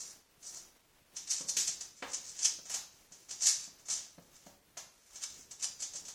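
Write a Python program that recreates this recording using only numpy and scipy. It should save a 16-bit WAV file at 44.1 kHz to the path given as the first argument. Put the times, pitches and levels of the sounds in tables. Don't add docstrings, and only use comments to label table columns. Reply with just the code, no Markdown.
import sys
import numpy as np
from scipy import signal
from scipy.fft import rfft, irfft
from scipy.io import wavfile
from scipy.ndimage import uniform_filter1d, minimum_filter1d

SR = 44100
rng = np.random.default_rng(int(sys.argv[2]) if len(sys.argv) > 2 else 0)


def to_wav(sig):
    pcm = np.clip(np.atleast_2d(sig), -1, 1) * 32767
    pcm = np.round(pcm).astype(np.int16)
    wavfile.write(sys.argv[1], SR, pcm.T)


def voltage_ratio(level):
    return 10 ** (np.asarray(level, float) / 20)


N = 271038

# frequency in Hz, level per hertz in dB.
HISS = [(12, -22.5), (20, 0), (77, -10), (387, -10.5), (1160, -15), (2710, -16.5), (8610, -21),
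        (17000, -21.5)]
HISS_DB = -68
# frequency in Hz, level per hertz in dB.
JOISTS = [(30, -14), (70, 0), (130, -1.5), (250, -2.5), (450, -5), (900, -18)]
# time in seconds, level in dB.
WEIGHT_SHIFTS = [
    (0.0, -50),
    (1.2, -48),
    (2.5, -36),
    (3.2, -49.5),
    (3.9, -40.5),
    (5.3, -33),
    (5.7, -40),
    (5.9, -44),
]
# frequency in Hz, time to fall by 60 dB in seconds.
ECHO_TIMES = [(200, 0.47), (700, 0.54), (1800, 0.42), (4600, 0.48), (8000, 0.27), (14000, 0.47)]
# time in seconds, peak in dB, hardness in dB, upper ring in dB,
# lowest ring in Hz.
THUDS = [(1.409, -41.5, -8, -5.5, 197), (1.448, -50, -5, -13, 200), (1.567, -54, 6, 0, 200),
         (1.687, -49, -4.5, -19, 174), (2.026, -40, 4, -15, 284), (2.034, -43, -4, -4, 283),
         (2.588, -52.5, -3.5, -8, 195), (3.116, -54, -9, -21, 195), (3.679, -50, -12, -21, 203),
         (4.183, -41.5, -12.5, -8.5, 181.2), (4.266, -76, -5, -7, 195), (4.467, -44, -9.5, -6, 205),
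         (4.493, -63, 2, -4, 232), (4.771, -60, 4, -16, 195), (5.949, -55, -10, 4, 195)]
# frequency in Hz, level in dB, time to fall by 60 dB in seconds.
BOARD_RINGS = [(195, -2.5, 0.041), (267, -9, 0.053), (541, -3.5, 0.058), (740, -33, 0.02),
               (1130, -8, 0.019)]
# frequency in Hz, level per hertz in dB.
PAD_SLAP = [(100, -26.5), (300, -7.5), (600, -1), (1200, -7), (1900, -12), (3000, -18.5), (5000, -18),
            (15000, -60)]
# time in seconds, peak in dB, dull push in dB, crispness in dB.
TICKS = [(0.4284, -37, -16, -27), (1.1672, -25.5, -21.5, -20), (1.2738, -37.5, -23, -18),
         (1.3133, -20, -36, -28), (1.4905, -33, -30, -34), (1.5684, -13.5, -33, -9.5),
         (1.6747, -19.5, -25, -44), (1.8085, -29, -16, -27), (2.0243, -37.5, 10, -30),
         (2.134, -24.5, -32, -39), (2.39, -25, -20, -34), (2.6544, -36, -11, -21),
         (2.6981, -27, -12.5, -5.5), (2.7415, -19, -17, -10.5), (3.1214, -36, -15, -25),
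         (3.2864, -41, -9, -18), (3.2921, -32.5, -23, -29), (3.3085, -26.5, -16.5, -37),
         (3.4191, -25.5, -14, -30), (3.8571, -41, -13, -32), (3.8847, -25.5, -12.5, -40),
         (4.4632, -42.5, -26, -10), (5.1568, -31, -15.5, -24), (5.5119, -35, -15, -16),
         (5.6299, -27.5, -12.5, -32), (5.8232, -22.5, -21, -30), (5.9357, -30, -14.5, -35),
         (5.957, -38, -12, -40), (6.0525, -32.5, -18, -27), (6.0824, -29, -15, -13)]
# time in seconds, peak in dB, dull push in
# dB, crispness in dB.
MORE_TICKS = [
    (1.486, -26, -15, -29),
    (4.77, -41, 4, -21),
    (4.773, -28, -20, -9.5),
    (5.795, -38, -12, -16),
]
# frequency in Hz, level per hertz in dB.
CLAW_CLICK = [(200, -69), (700, -21.5), (2500, -8), (4500, -4), (6300, 1), (8000, -2), (11000, -20.5),
              (16000, -42.5)]
# frequency in Hz, level per hertz in dB.
CLAW_PUSH = [(100, -41), (300, -12.5), (800, 1), (1200, -2), (1900, -1.5), (3000, -4), (5000, -10),
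             (15000, -56.5)]
# frequency in Hz, width
# in Hz, level in dB.
JET_PEAKS = [(6040, 1040, -4.5), (6815, 1900, -2), (5793, 3240, -4), (8150, 430, -18)]
# frequency in Hz, level per hertz in dB.
BREATH_BODY = [(250, -46), (500, -14), (800, -6.5), (1500, -3), (2500, 0), (4000, 9), (6000, -12.5)]
# frequency in Hz, level per hertz in dB.
SIZZLE = [(7000, -5.5), (9500, 2.5), (12000, -7), (15000, -8), (17000, -55)]
# peak time in seconds, effort in dB, rise in seconds, fall in seconds,
# open mouth in dB.
SNORTS = [(1.17, -38, 0.017, 0.016, -14), (1.311, -27.5, 0.02, 0.053, -17),
          (1.415, -38.5, 0.11, .015, -12.5), (1.5, -25.5, 0.024, 0.014, -20),
          (1.569, -40.5, 0.0026, 0.017, 1), (1.611, -28.5, 0.052, 0.05, -13),
          (1.674, -29, 0.0056, 0.055, -17), (1.81, -34, .005, 0.025, -12), (2.12, -44, 0.073, 0.033, -23),
          (2.137, -35.5, 0.0092, 0.062, -14.5), (2.303, -44, 0.052, .015, -18),
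          (2.386, -44, 0.064, 0.033, -11.5), (2.43, -36, 0.0067, 0.019, -18),
          (2.457, -21.5, 0.037, 0.036, -10.5), (2.742, -37, 0.086, 0.035, -9),
          (3.312, -35, .006, 0.026, -14.5), (3.423, -32.5, 0.013, 0.088, -21),
          (3.484, -21.5, 0.07, 0.057, -11.5), (3.903, -33, 0.013, 0.13, -10.5),
          (3.955, -45.5, .08, 0.015, -26), (5.239, -31.5, 0.026, 0.015, -8), (5.64, -29, 0.031, 0.032, -10),
          (5.826, -38.5, 0.04, 0.051, -20.5), (5.982, -45, 0.01, 0.025, -21)]
# peak time in seconds, effort in dB, rise in seconds, fall in seconds.
BREATHS = [(1.235, -56, .04, 0.016), (1.276, -44.5, 0.0099, 0.031), (1.857, -51, 0.016, 0.018),
           (1.99, -55, .08, 0.052), (2.25, -51, 0.034, .1), (2.93, -63.5, 0.026, 0.24),
           (3.12, -63, 0.0076, 0.14), (3.234, -60, .03, 0.068), (3.6, -45.5, .02, 0.089),
           (3.641, -43, 0.019, 0.034), (3.796, -58.5, 0.016, 0.055), (3.857, -55, .004, 0.16),
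           (4.22, -67, 0.024, 0.15), (4.364, -59, 0.048, 0.034), (4.455, -60, 0.059, .02),
           (5.12, -70, 0.26, 0.054), (5.162, -49, 0.031, 0.042), (5.3, -62, 0.033, 0.24),
           (5.41, -56.5, 0.41, 0.06), (5.514, -40.5, 0.0082, 0.018), (5.6, -59, 0.0085, .03),
           (5.803, -39.5, .005, 0.028), (5.959, -35.5, 0.0096, 0.031), (6.096, -54, .14, 0.11)]
# peak time in seconds, effort in dB, rise in seconds,
# fall in seconds.
SNIFFS = [
    (0.002, -39, 0.016, 0.073),
    (0.11, -49.5, 0.096, 0.029),
    (0.471, -42.5, 0.043, 0.073),
    (0.566, -42.5, 0.039, 0.071),
]
# frequency in Hz, depth in dB.
KEPT_DEPTH = [(100, 45), (300, 35), (500, 39), (1000, 50), (4000, 50), (9000, 45), (12500, 34), (17000, 32)]
# frequency in Hz, level in dB.
QUIETEST_KEPT = [(8000, -112), (11000, -106), (14500, -103), (15600, -100), (16500, -96)]
# frequency in Hz, depth in dB.
NEIGHBOUR_DEPTH = [(1500, 18), (3500, 11), (6500, 16), (8500, 8), (10000, 6), (13000, 6.5), (17000, 7)]

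REST_DB, CLAW_SHAKE_DB, PAW_SHAKE_DB, SHIFT_SHAKE_DB, SHAKE_S = -93, -63.5, -36.5, -38.5, .12
TOCK_START_S, TOCK_EVERY_S, TOCK_DB = .376, .641, -63.5

BREATH_MOUTH_DB, SNIFF_MOUTH_DB, SNIFF_AIR_DB = -13, -24.5, 11
SWING_DB = 20
ROUND_RISE, ROUND_FALL = 1.27, 1.09
USUAL_DB, USUAL_MOUTH_DB = -45, -13
BODY_PER_DB, SIZZLE_DB, SIZZLE_PER_DB, SIZZLE_PER_MOUTH = -0.0678, -19, -0.62, 0.27
MOUTH_HZ, MOUTH_HZ_PER_DB, MOUTH_WIDTH_HZ = 2480, 6, 1630


def evened(x):
    return x / np.sqrt(np.mean(x ** 2) + 1e-20)


def read(points, hz):
    f, value = np.transpose(points)
    return np.interp(np.log(hz + 1), np.log(f + 1), value)


def add(mix, s, sound):
    part = mix[round(s * SR):][:len(sound)]
    part += sound[:len(part)]


def coloured(x, points):
    gain = voltage_ratio(read(points, np.fft.rfftfreq(len(x), 1 / SR)))
    return evened(irfft(rfft(x) * gain, len(x)))


def pulse(points, size=512):
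    log_gain = read(points, abs(np.fft.fftfreq(size, 1 / SR))) * np.log(10) / 20
    click = np.fft.ifft(np.exp(np.conj(signal.hilbert(log_gain)))).real
    return click / abs(click).max()


def resonate(x, hz, width):
    return signal.lfilter(*signal.iirpeak(hz, hz / width, SR), x)


def sweep(x, hz, width):
    turn = np.exp(2j * np.pi * np.cumsum(hz) / SR)
    r = np.exp(-np.pi * width / SR)
    return 2 * (turn * signal.lfilter([1 - r], [1, -r], x / turn)).real


def hiss():
    lumps = evened(uniform_filter1d(rng.standard_normal(N), size=3000))
    return voltage_ratio(HISS_DB + 2.1 * lumps) * coloured(rng.standard_normal(N), HISS)


def tocks():
    out = np.zeros(N)
    bump = np.diff(signal.windows.hann(400) ** 2) * 100
    for s in np.arange(TOCK_START_S, N / SR, TOCK_EVERY_S):
        add(out, s, voltage_ratio(TOCK_DB) * bump)
    return out


def shudder(lumps_db=1.5):
    lumps = evened(uniform_filter1d(rng.standard_normal(N), size=1500))
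    power = np.full(N, voltage_ratio(2 * REST_DB))
    fade = np.exp(-np.arange(SR) / SR / SHAKE_S)
    stirred_by = ((TICKS, CLAW_SHAKE_DB), (THUDS, PAW_SHAKE_DB), (WEIGHT_SHIFTS, SHIFT_SHAKE_DB))
    for rows, shake_db in stirred_by:
        for s, db, *_ in rows:
            add(power, s, voltage_ratio(db + shake_db + REST_DB) * fade * 100)
    rumble = coloured(rng.standard_normal(N), JOISTS)
    return np.sqrt(power) * voltage_ratio(lumps_db * lumps) * rumble


def room(x, uneven_db=5.0, mixing_s=0.052):
    taps = np.zeros(SR)
    at = np.arange(50, SR - 20, 20)
    size = voltage_ratio(uneven_db * np.exp(-at / SR / mixing_s) * rng.standard_normal(len(at)))
    taps[at + rng.integers(0, 20, len(at))] = size * rng.choice([-1., 1.], len(at))
    hz, t, z = signal.stft(taps, SR, nperseg=256)
    fade = voltage_ratio(-60 * t / read(ECHO_TIMES, hz)[:, None])
    tail = signal.istft(z * fade, SR, nperseg=256)[1]
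    return signal.fftconvolve(x, tail / np.linalg.norm(tail))[:N]


def thuds(rise_s=.005, slap_s=.005):
    out, t = np.zeros(N), np.arange(6000) / SR
    slap_t = t[:600]
    for s, db, hard_db, upper_db, low_hz in THUDS:
        tuned = np.transpose(BOARD_RINGS)[0] * (1 + .02 * rng.standard_normal(len(BOARD_RINGS)))
        tuned[0] = low_hz
        ring = np.zeros(len(t))
        for (_, ring_db, t60), hz in zip(BOARD_RINGS, tuned):
            ring += voltage_ratio(ring_db + upper_db * (hz > 400) - 60 * t / t60) * np.sin(2 * np.pi * hz * t)
        add(out, s - rise_s, voltage_ratio(db - 1.0) * ring * (1 - np.exp(-t / rise_s)))
        rattle = rng.standard_normal(len(slap_t)) * np.exp(-slap_t / slap_s)
        add(out, s, voltage_ratio(db + hard_db - 14.0) * np.convolve(pulse(PAD_SLAP), rattle))
    return out


def ticks(ring_hz=6500, ring_width_hz=900, ring_db=1.0):
    out = np.zeros(N)
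    click = pulse(CLAW_CLICK)
    click = click + voltage_ratio(ring_db) * resonate(click, ring_hz, ring_width_hz)
    click = click / abs(click).max()
    push, crisp = pulse(CLAW_PUSH), pulse(SIZZLE)
    for s, db, dull_db, crisp_db in list(TICKS) + list(MORE_TICKS):
        add(out, s, voltage_ratio(db) * (click + voltage_ratio(dull_db) * push + voltage_ratio(crisp_db) * crisp))
    return out


def nose_air(grit_per_s=1500, grit_db=2.5, flutter_db=2.4):
    spits = voltage_ratio(grit_db * np.minimum(rng.exponential(1, N), 4)) * (rng.random(N) < grit_per_s / SR)
    air = rng.standard_normal(N) + evened(spits * rng.choice([-1., 1.], N))
    flutter = evened(uniform_filter1d(rng.standard_normal(N), size=220))
    return air * voltage_ratio(flutter_db * flutter)


def snuffles():
    air = nose_air()
    jet = np.zeros(N)
    for hz, width, db in JET_PEAKS:
        once = resonate(air, hz, width * 1.09)
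        jet += voltage_ratio(db) * resonate(once, hz, width * 1.09)
    jet = evened(jet)
    body, sizzle, out = coloured(air, BREATH_BODY), coloured(air, SIZZLE), np.zeros(N)
    rows = [(*row, 0) for row in SNORTS]
    rows += [(*row, BREATH_MOUTH_DB, 0) for row in BREATHS]
    rows += [(*row, SNIFF_MOUTH_DB, SNIFF_AIR_DB) for row in SNIFFS]
    for s, peak_db, rise, fall, mouth_db, air_db in rows:
        k = np.arange(max(round((s - 2 * rise) * SR), 0), min(round((s + 2 * fall) * SR), N))
        t = k / SR - s
        away = np.where(t < 0, abs(t / rise) ** ROUND_RISE, abs(t / fall) ** ROUND_FALL)
        effort_db = peak_db - SWING_DB * away
        over_db = effort_db - USUAL_DB
        mouth_hz = MOUTH_HZ + MOUTH_HZ_PER_DB * np.maximum(over_db, -SWING_DB)
        mouth = 0.64 * body[k] + 0.71 * sweep(body[k], mouth_hz, MOUTH_WIDTH_HZ)
        body_db = mouth_db + BODY_PER_DB * over_db
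        sizzle_db = air_db + SIZZLE_DB + SIZZLE_PER_DB * over_db
        sizzle_db = sizzle_db + SIZZLE_PER_MOUTH * (mouth_db - USUAL_MOUTH_DB)
        breath = jet[k] + voltage_ratio(body_db) * mouth + voltage_ratio(sizzle_db) * sizzle[k]
        out[k] += voltage_ratio(effort_db) * breath
    return out


def scene():
    air, claws, paws = snuffles(), ticks(), thuds()
    direct = voltage_ratio(-3.5) * air + voltage_ratio(-3.5) * claws + voltage_ratio(6.0) * paws
    far = room(voltage_ratio(-4.5) * air + voltage_ratio(9.0) * claws + voltage_ratio(4.5) * paws)
    no_bass = signal.butter(3, 140, "high", fs=SR, output="sos")
    thin = signal.sosfilt(no_bass, direct + far)
    return (thin + shudder() + hiss() + tocks())[None]


def drop_faint_bands(x, luck_db=5.5):
    frames = dict(nperseg=2048, noverlap=1024, window="cosine")
    hz, _, z = signal.stft(x, SR, **frames)
    bands = z[:1024].reshape(128, 8, -1)
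    level_db = 10 * np.log10((abs(bands) ** 2).mean(1) + 1e-20)
    centre = hz[4:1024:8]
    loudest_db = level_db.max(0)
    limit_db = np.maximum(loudest_db - read(KEPT_DEPTH, centre)[:, None],
                          read(QUIETEST_KEPT, centre)[:, None])
    neighbours_db = -minimum_filter1d(-level_db, size=5, axis=0)
    limit_db = np.maximum(limit_db, neighbours_db - read(NEIGHBOUR_DEPTH, centre)[:, None])
    luck = luck_db * evened(uniform_filter1d(rng.standard_normal(level_db.shape), size=2, axis=1))
    kept = np.repeat(level_db + luck > limit_db, 8, axis=0)
    kept = np.vstack([kept, kept[-1:]])
    return signal.istft(z * kept, SR, **frames)[1][:N]


def band_limit(x):
    return signal.sosfilt(signal.butter(12, 17100, fs=SR, output="sos"), x)


def record(dry):
    kept = drop_faint_bands(dry[0])
    return band_limit(kept[None])


dry = scene()
out = record(dry)
to_wav(out)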